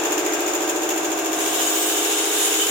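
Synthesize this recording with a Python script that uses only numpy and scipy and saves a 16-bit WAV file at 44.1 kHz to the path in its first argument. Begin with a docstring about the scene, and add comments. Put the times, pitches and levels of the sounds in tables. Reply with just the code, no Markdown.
"""A workshop, where a belt-driven piston air compressor runs steadily, heard from a microphone moving
over its heads. Every turn of the crank repeats the rolling drone of the gulping intakes, the clatter of
the crankcase and the spit and tick of the valves. Early on, the clatter briefly turns raspy. Halfway
through, a steady, half-whistling hiss of rushing air comes in and half covers the valves."""
import sys
import numpy as np
from scipy.fft import rfft, irfft, next_fast_len
from scipy.io import wavfile
from scipy.ndimage import map_coordinates

SR = 44100
rng = np.random.default_rng(int(sys.argv[2]) if len(sys.argv) > 2 else 0)


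def to_wav(s):
    """Save 16-bit WAV."""
    ch = np.atleast_2d(s).T  # columns
    pcm = np.round(np.clip(ch, -1, 1) * 32767)  # PCM
    wavfile.write(sys.argv[1], SR, pcm.astype(np.int16))


N = 119070
CRANK_HZ = 14.056


def crank(unsteady_turns):
    """Crank angle in turns; the belt lets it waver very slightly."""
    return np.arange(N) / SR * CRANK_HZ + unsteady_turns * wobble(4.6)


# When the microphone reaches each of its five positions, in seconds.
MIC_TIMES = [.3, .85, 1.4, 1.9, 2.45]
# The drone's harmonics. Each row: multiple of the crank rate, then level in dB at each position.
DRONE_HARMONICS = [(12, -61, -59, -60, -64, -68), (13, -63, -61, -62, -65, -65),
                   (19, -51, -48, -46, -48, -55), (22, -40, -38, -38, -40, -41),
                   (23, -34, -31, -31, -32, -36), (24, -41, -41, -40, -42, -47),
                   (25, -33, -33, -56, -48, -45), (26, -41, -41, -44, -44, -51),
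                   (27, -49, -47, -53, -44, -51), (28, -41, -39, -39, -43, -51),
                   (29, -36, -40, -38, -35, -33), (30, -51, -43, -43, -43, -45),
                   (31, -39, -47, -45, -41, -39), (32, -38, -40, -44, -51, -44),
                   (42, -42, -43, -46, -47, -49), (43, -40, -39, -43, -48, -46),
                   (49, -41, -46, -51, -47, -46), (50, -44, -51, -37, -40, -52),
                   (51, -49, -45, -41, -42, -44), (53, -49, -43, -43, -56, -56),
                   (54, -45, -45, -50, -48, -47), (55, -45, -40, -48, -50, -56),
                   (56, -46, -56, -41, -46, -43), (61, -44, -47, -56, -51, -52),
                   (68, -50, -52, -54, -46, -53), (70, -46, -47, -45, -51, -49),
                   (77, -56, -47, -46, -48, -51), (85, -54, -49, -44, -45, -56)]
def intake_drone(turns, waver_db, intake_top_hz):
    """Intakes sound the low harmonics, the housing the high; the balance shifts as the microphone moves."""
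    rows = np.array(DRONE_HARMONICS, float)
    multiples, gains = np.round(rows[:, 0]), amp(rows[:, 1:])
    intake = multiples * CRANK_HZ < intake_top_hz
    shifts = housing_phases(multiples, spread_rad=.9) + np.zeros(len(MIC_TIMES))
    shifts[intake] = gulping_phases(multiples[intake], gains[intake], count=200)
    out = np.zeros((2, N))
    for multiple, gain, shift in zip(multiples, gains, shifts):
        phase = 2 * np.pi * multiple * turns + curve(list(zip(MIC_TIMES, shift)))
        level = np.sqrt(2) * curve(list(zip(MIC_TIMES, gain))) * amp(waver_db * wobble(3.83))
        width = amp(along(STEREO_WIDTH, multiple * CRANK_HZ))
        side = width * rng.choice([-1, 1]) * np.sin(phase + .42 * wobble(.45))
        out += level * (np.cos(phase) + np.outer([1, -1], side))
    return out


# Gulps of air. Each row: crank angle in turns, strength at the first microphone position, at the last.
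GULPS = [(.16, .8, .9), (.29, .75, .7), (.41, .55, .8), (.56, 1.25, .7), (.74, 1.6, 1), (.97, .75, 1.6)]
def gulping_phases(multiples, gains, count, gulp_turns=.052, rest=.3):
    """Random phases, nudged at each microphone position until the drone swells with the intakes' gulps."""
    turn = np.arange(count) / count
    waves = np.exp(2j * np.pi * np.outer(multiples, turn))
    candidates = rng.uniform(0, 2 * np.pi, (count, len(multiples)))
    path, score = [], 0
    for gain, moved in zip(gains.T, np.linspace(0, 1, len(MIC_TIMES))):
        gulps = rest
        for angle, first, last in GULPS:
            offset = (turn - angle + .5) % 1 - .5
            gulps = gulps + (first + moved * (last - first)) * bell(offset, gulp_turns)
        for _ in range(20):
            drone = gain * np.exp(1j * candidates) @ waves
            swelling = gulps * np.exp(1j * np.angle(drone))
            candidates = np.angle(swelling @ waves.conj().T)
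        path.append(candidates)
        score = score + np.abs(drone) @ gulps
    return np.unwrap(np.array(path)[:, np.argmax(score)].T)


def housing_phases(multiples, spread_rad):
    """Neighbouring harmonics share one housing resonance, struck once a turn at its own crank angle."""
    resonance = np.cumsum(np.diff(multiples, prepend=multiples[0]) > 1)
    angle = rng.random(len(multiples))[resonance]
    return (rng.normal(0, spread_rad, len(multiples)) - 2 * np.pi * multiples * angle)[:, None]


# The body of the crankcase and fins. Each row: frequency in Hz, relative level in dB.
CASE_COLOUR = [(45, -42), (70, -26), (110, -24.5), (160, -20), (225, -24.5), (265, -8.5), (310, 6),
               (430, 4), (520, -3), (635, -1.5), (770, -1.5), (1050, -5.5), (1400, -8.5), (1560, -7.5),
               (1950, -11), (2700, -9), (3050, -15.5), (3550, -11.5), (4300, -23), (6000, -24),
               (16000, -42)]
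# The clatter's fader. Each row: time in seconds, level in dB.
CASE_LEVEL = [(0, -26), (.7, -28), (1.2, -28.5), (2.7, -30)]
def crankcase(turns, split_hz, loose_db):
    """Pistons, rods and fins clatter alike each turn, more loosely in the treble."""
    low = lambda hz: 1 / np.sqrt(1 + (hz / split_hz) ** 4)
    between_harmonics = lambda hz: ~np.isin(np.round(hz / CRANK_HZ), np.array(DRONE_HARMONICS)[:, 0])
    repeating = filtered(rattle(turns, loose=0, drift=1.435), between_harmonics)
    bass = filtered(repeating + amp(loose_db) * rng.standard_normal((2, N)), low)
    treble = filtered(rattle(turns, loose=.44, drift=1.99), lambda hz: np.sqrt(1 - low(hz) ** 2))
    return amp(curve(CASE_LEVEL)) * radiate(bass + treble, lambda hz: along(CASE_COLOUR, hz) + metal(hz))


# The ring of fins and valve plates. Each row: frequency in Hz, width in Hz, boost in dB.
METAL_PEAKS = [(1565, 140, 4), (2747, 40, 7), (5380, 90, 5)]
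def metal(hz):
    """Decibels that the metal's resonances add."""
    return sum(db / (1 + (2 * (hz - centre) / width) ** 2) for centre, width, db in METAL_PEAKS)


# The valves' rhythm. Each row: crank angle in turns, relative level in dB, decay in turns.
VALVE_STROKES = [(.514, -1, 0.08), (0.698, -2.5, 0.064), (.757, -3.5, 0.31)]
# The bright plates and ports, and the ringing passages. Each row: frequency in Hz, relative level in dB.
PLATE_COLOUR = [(400, -22), (1500, -3.5), (3400, 1.5), (4500, -26.5), (5350, 1), (5800, -36), (6800, 13.5),
                (7800, -29.5), (9200, -3.5), (10600, -12.5), (12000, -7), (13300, -1.5), (14200, -8),
                (15700, -14)]
PASSAGE_COLOUR = [(2000, -31), (4600, -16.5), (5900, -9.5), (6300, -4.5), (6650, -1.5), (7050, -0.5),
                  (7450, -5), (7900, -13), (11000, -22), (16000, -17.5)]
# Where the valves sit. Each row: frequency in Hz, left over right in dB.
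VALVE_PAN = [(1000, -2), (2300, 4.5), (7000, 2), (13500, -2), (15000, -6)]
# The fader for spit and ring together. Each row: time in seconds, gain in dB.
VALVE_FADER = [(0, -32), (.3, -32), (1.2, -33), (1.6, -31.5), (2.7, -33)]
def valves(turns, scatter_db, passage_follows, passage_db=3, rest_db=-17, open_turns=.0021):
    """Each valve snaps open and spits air; the air passages ring with it and keep on between strokes."""
    power = amp(rest_db) ** 2
    for angle, db, decay in VALVE_STROKES:
        age = (turns - angle) % 1
        stroke = (1 - np.exp(-age / open_turns)) * np.exp(-age / decay)
        power = power + (amp(db + scatter_db * wobble(16.1)) * stroke) ** 2
    flow = np.sqrt(power)
    port_air = flow * rattle(turns, loose=.45, drift=2.34)
    passage_air = flow ** passage_follows * rattle(turns, loose=.7, drift=2)
    spit = radiate(port_air, lambda hz: along(PLATE_COLOUR, hz) + metal(hz), VALVE_PAN)
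    ring = radiate(passage_air, lambda hz: along(PASSAGE_COLOUR, hz), VALVE_PAN)
    return amp(curve(VALVE_FADER)) * (spit + amp(passage_db) * ring)


# The tick's glassy top. Each row: frequency in Hz, relative level in dB.
TICK_COLOUR = [(200, -60), (2000, -9), (4500, -3), (6000, -12), (7800, -13), (11000, -16), (12000, -4),
               (12700, 5), (13100, 1), (13550, 6.5), (14200, -1), (15700, -7)]
# The tick's fader. Each row: time in seconds, level in dB.
TICK_LEVEL = [(0, -40.5), (1.3, -42), (1.8, -41)]
def valve_tick(turns, angle_turns, decay_turns):
    """The main valve plate hits its stop once a turn with a short bright ring."""
    age = (turns - angle_turns) % 1
    blow = np.exp(-age / decay_turns) * amp(wobble(13.6))
    burst = blow * rattle(turns, loose=.99, drift=1.7)
    return amp(curve(TICK_LEVEL)) * radiate(burst, lambda hz: along(TICK_COLOUR, hz), VALVE_PAN)


# The tone of the hiss. 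Each row: frequency in Hz, relative level in dB.
HISS_COLOUR = [(500, -40), (1200, 4), (2000, -2.5), (3500, 5.5), (4500, -3.5), (5600, 2), (6800, -1.5),
               (8500, 1.5), (9300, -4), (12000, -6), (14000, -4), (15700, -10)]
# Where the hiss sits. Each row: frequency in Hz, left over right in dB.
HISS_PAN = [(1000, -4), (2300, 6.5), (3500, -2), (5700, 3), (8200, 0), (9700, -2), (11200, -3), (13500, -4),
            (15700, -4)]
# The fade-in of the air, and an extra fader on its top band. Each row: time in seconds, gain in dB.
HISS_FADER = [(0, -49), (1.3, -41), (1.41, -30), (1.6, -25.5), (1.85, -25.5), (2.1, -24.5), (2.27, -25.5),
              (2.44, -22.5), (2.56, -23.5), (2.7, -25)]
HISS_TOP_FADER = [(1.4, 3.5), (1.8, 2.5), (2.1, 2), (2.25, -3), (2.34, 3), (2.45, 1.5), (2.7, 2)]
# Breathy whistles. Each row: pitch in Hz, half width in Hz, level against the hiss in dB,
# peak of the swell in seconds, its half length in seconds, its height in dB.
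WHISTLES = [(2745, 66, -16, 2.1, .09, 5.5), (3030, 84, -10.5, 2.62, 0.027, 11),
            (3700, 140, -13, 2.17, 0.11, 4.5), (6950, 430, -4.5, 2.46, 0.15, 3),
            (8130, 160, -7, 1.76, .15, 3), (9900, 430, -15, 2.43, 0.091, 8),
            (11150, 190, -12.5, 2.42, 0.087, 4.5), (14800, 300, -14, 1.8, .14, 8)]
def rushing_air(flutter_db, flicker_db, trim_db=-1.5, top_hz=10900):
    """A turbulent hiss with flickering half-whistles, each swelling as the microphone crosses its beam."""
    air = radiate(rng.standard_normal((2, N)), lambda hz: along(HISS_COLOUR, hz), HISS_PAN)
    for centre, width, db, crossing, length, swell_db in WHISTLES:
        resonance = lambda hz: -20 * np.log10(1 + ((hz - centre) / width) ** 2)
        whistle = radiate(rng.standard_normal((2, N)), resonance, HISS_PAN)
        beam = bell(np.arange(N) / SR - crossing, length)
        air = air + amp(db + swell_db * beam + flicker_db * wobble(12)) * whistle
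    top = filtered(air, lambda hz: np.clip((hz - top_hz) / 1000 + .5, 0, 1))
    level = amp(trim_db + curve(HISS_FADER) + flutter_db * wobble(45))
    return level * (air - top + amp(curve(HISS_TOP_FADER)) * top)


def rasp(turns, peak_s, half_length_s, centre_hz, half_width_hz, db):
    """The clatter briefly turns raspy."""
    colour = lambda hz: -10 * np.log10(1 + ((hz - centre_hz) / half_width_hz) ** 4)
    band = radiate(rattle(turns, loose=.6, drift=2), colour)
    return amp(db) * bell(np.arange(N) / SR - peak_s, half_length_s) * band


def reflections(x, count, each_db=-10.5, latest_s=.03):
    """The guard, tank and floor send back a few early reflections, different for each channel."""
    delays = rng.uniform(0, latest_s, (count, 2, 1))
    comb = lambda hz: 1 + amp(each_db) * np.exp(-2j * np.pi * delays * hz).sum(0)
    return filtered(x, comb) / np.sqrt(1 + count * amp(each_db) ** 2)


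def rattle(turns, loose, drift):
    """Noise that repeats each turn, renewed drift times a second; its loose share never repeats."""
    patterns = rng.standard_normal((2, 16, int(SR / CRANK_HZ)))
    where = [1 + np.arange(N) / SR * drift, turns % 1 * patterns.shape[-1]]
    cycle = np.array([map_coordinates(p, where, mode="grid-wrap") for p in patterns])
    return np.sqrt(1 - loose) * unit(cycle) + np.sqrt(loose) * rng.standard_normal((2, N))


# The width of the image. Each row: frequency in Hz, side against mid in dB.
STEREO_WIDTH = [(170, -25), (350, -10.5), (700, -6.5), (1400, -0.5), (2500, 0)]
def radiate(pair, colour, pan=None):
    """Two unrelated signals become a coloured stereo sound of rms 1, near mono in the bass."""
    spread = lambda hz: np.array([np.ones_like(hz), amp(along(STEREO_WIDTH, hz))])
    mid, side = filtered(pair, lambda hz: amp(colour(hz)) * spread(hz))
    both = np.array([mid + side, mid - side])
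    if pan is not None:
        both = filtered(both, lambda hz: amp(np.outer([.5, -.5], along(pan, hz))))
    return unit(both)


def amp(db):
    """Decibels to gain."""
    return 10 ** (np.asarray(db) / 20)


def unit(x):
    """Scale to rms 1."""
    return x / np.sqrt(np.mean(x ** 2) + 1e-20)


def bell(offset, half_width):
    """A smooth swell, 1 at offset zero."""
    return np.exp(-(offset / half_width) ** 2)


def along(points, hz):
    """(Hz, value) points read on a log axis."""
    knots, values = np.transpose(points)
    return np.interp(np.log(hz + 1), np.log(knots + 1), values)


def curve(points):
    """(s, value) points, one value per sample."""
    return np.interp(np.arange(N) / SR, *np.transpose(points))


def wobble(rate):
    """A smooth random curve, rate knots a second."""
    return map_coordinates(rng.standard_normal(256), [np.arange(N) * rate / SR], mode="wrap")


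def filtered(x, response):
    """x through a frequency response."""
    size = next_fast_len(N + SR // 2)
    return irfft(rfft(x, size) * response(np.fft.rfftfreq(size, 1 / SR)), size)[..., :N]


def scene():
    """One crank drives the drone, the clatter and the valves; the air rushes in over them."""
    turns = crank(unsteady_turns=.00071)
    strokes = valves(turns, scatter_db=2.35, passage_follows=.47)
    air = reflections(rushing_air(flutter_db=.5, flicker_db=1), count=6)
    drone = intake_drone(turns, waver_db=.5, intake_top_hz=480)
    clatter = crankcase(turns, split_hz=1200, loose_db=-4.5)
    ticks = valve_tick(turns, angle_turns=.698, decay_turns=.04)
    grit = rasp(turns, peak_s=.316, half_length_s=.076, centre_hz=1900, half_width_hz=390, db=-34.5)
    return drone + clatter + strokes + ticks + grit + air


def record(dry):
    """A hard high cut takes off the very top."""
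    return filtered(dry, lambda hz: hz < 15850)


dry = scene()
out = record(dry)
to_wav(out)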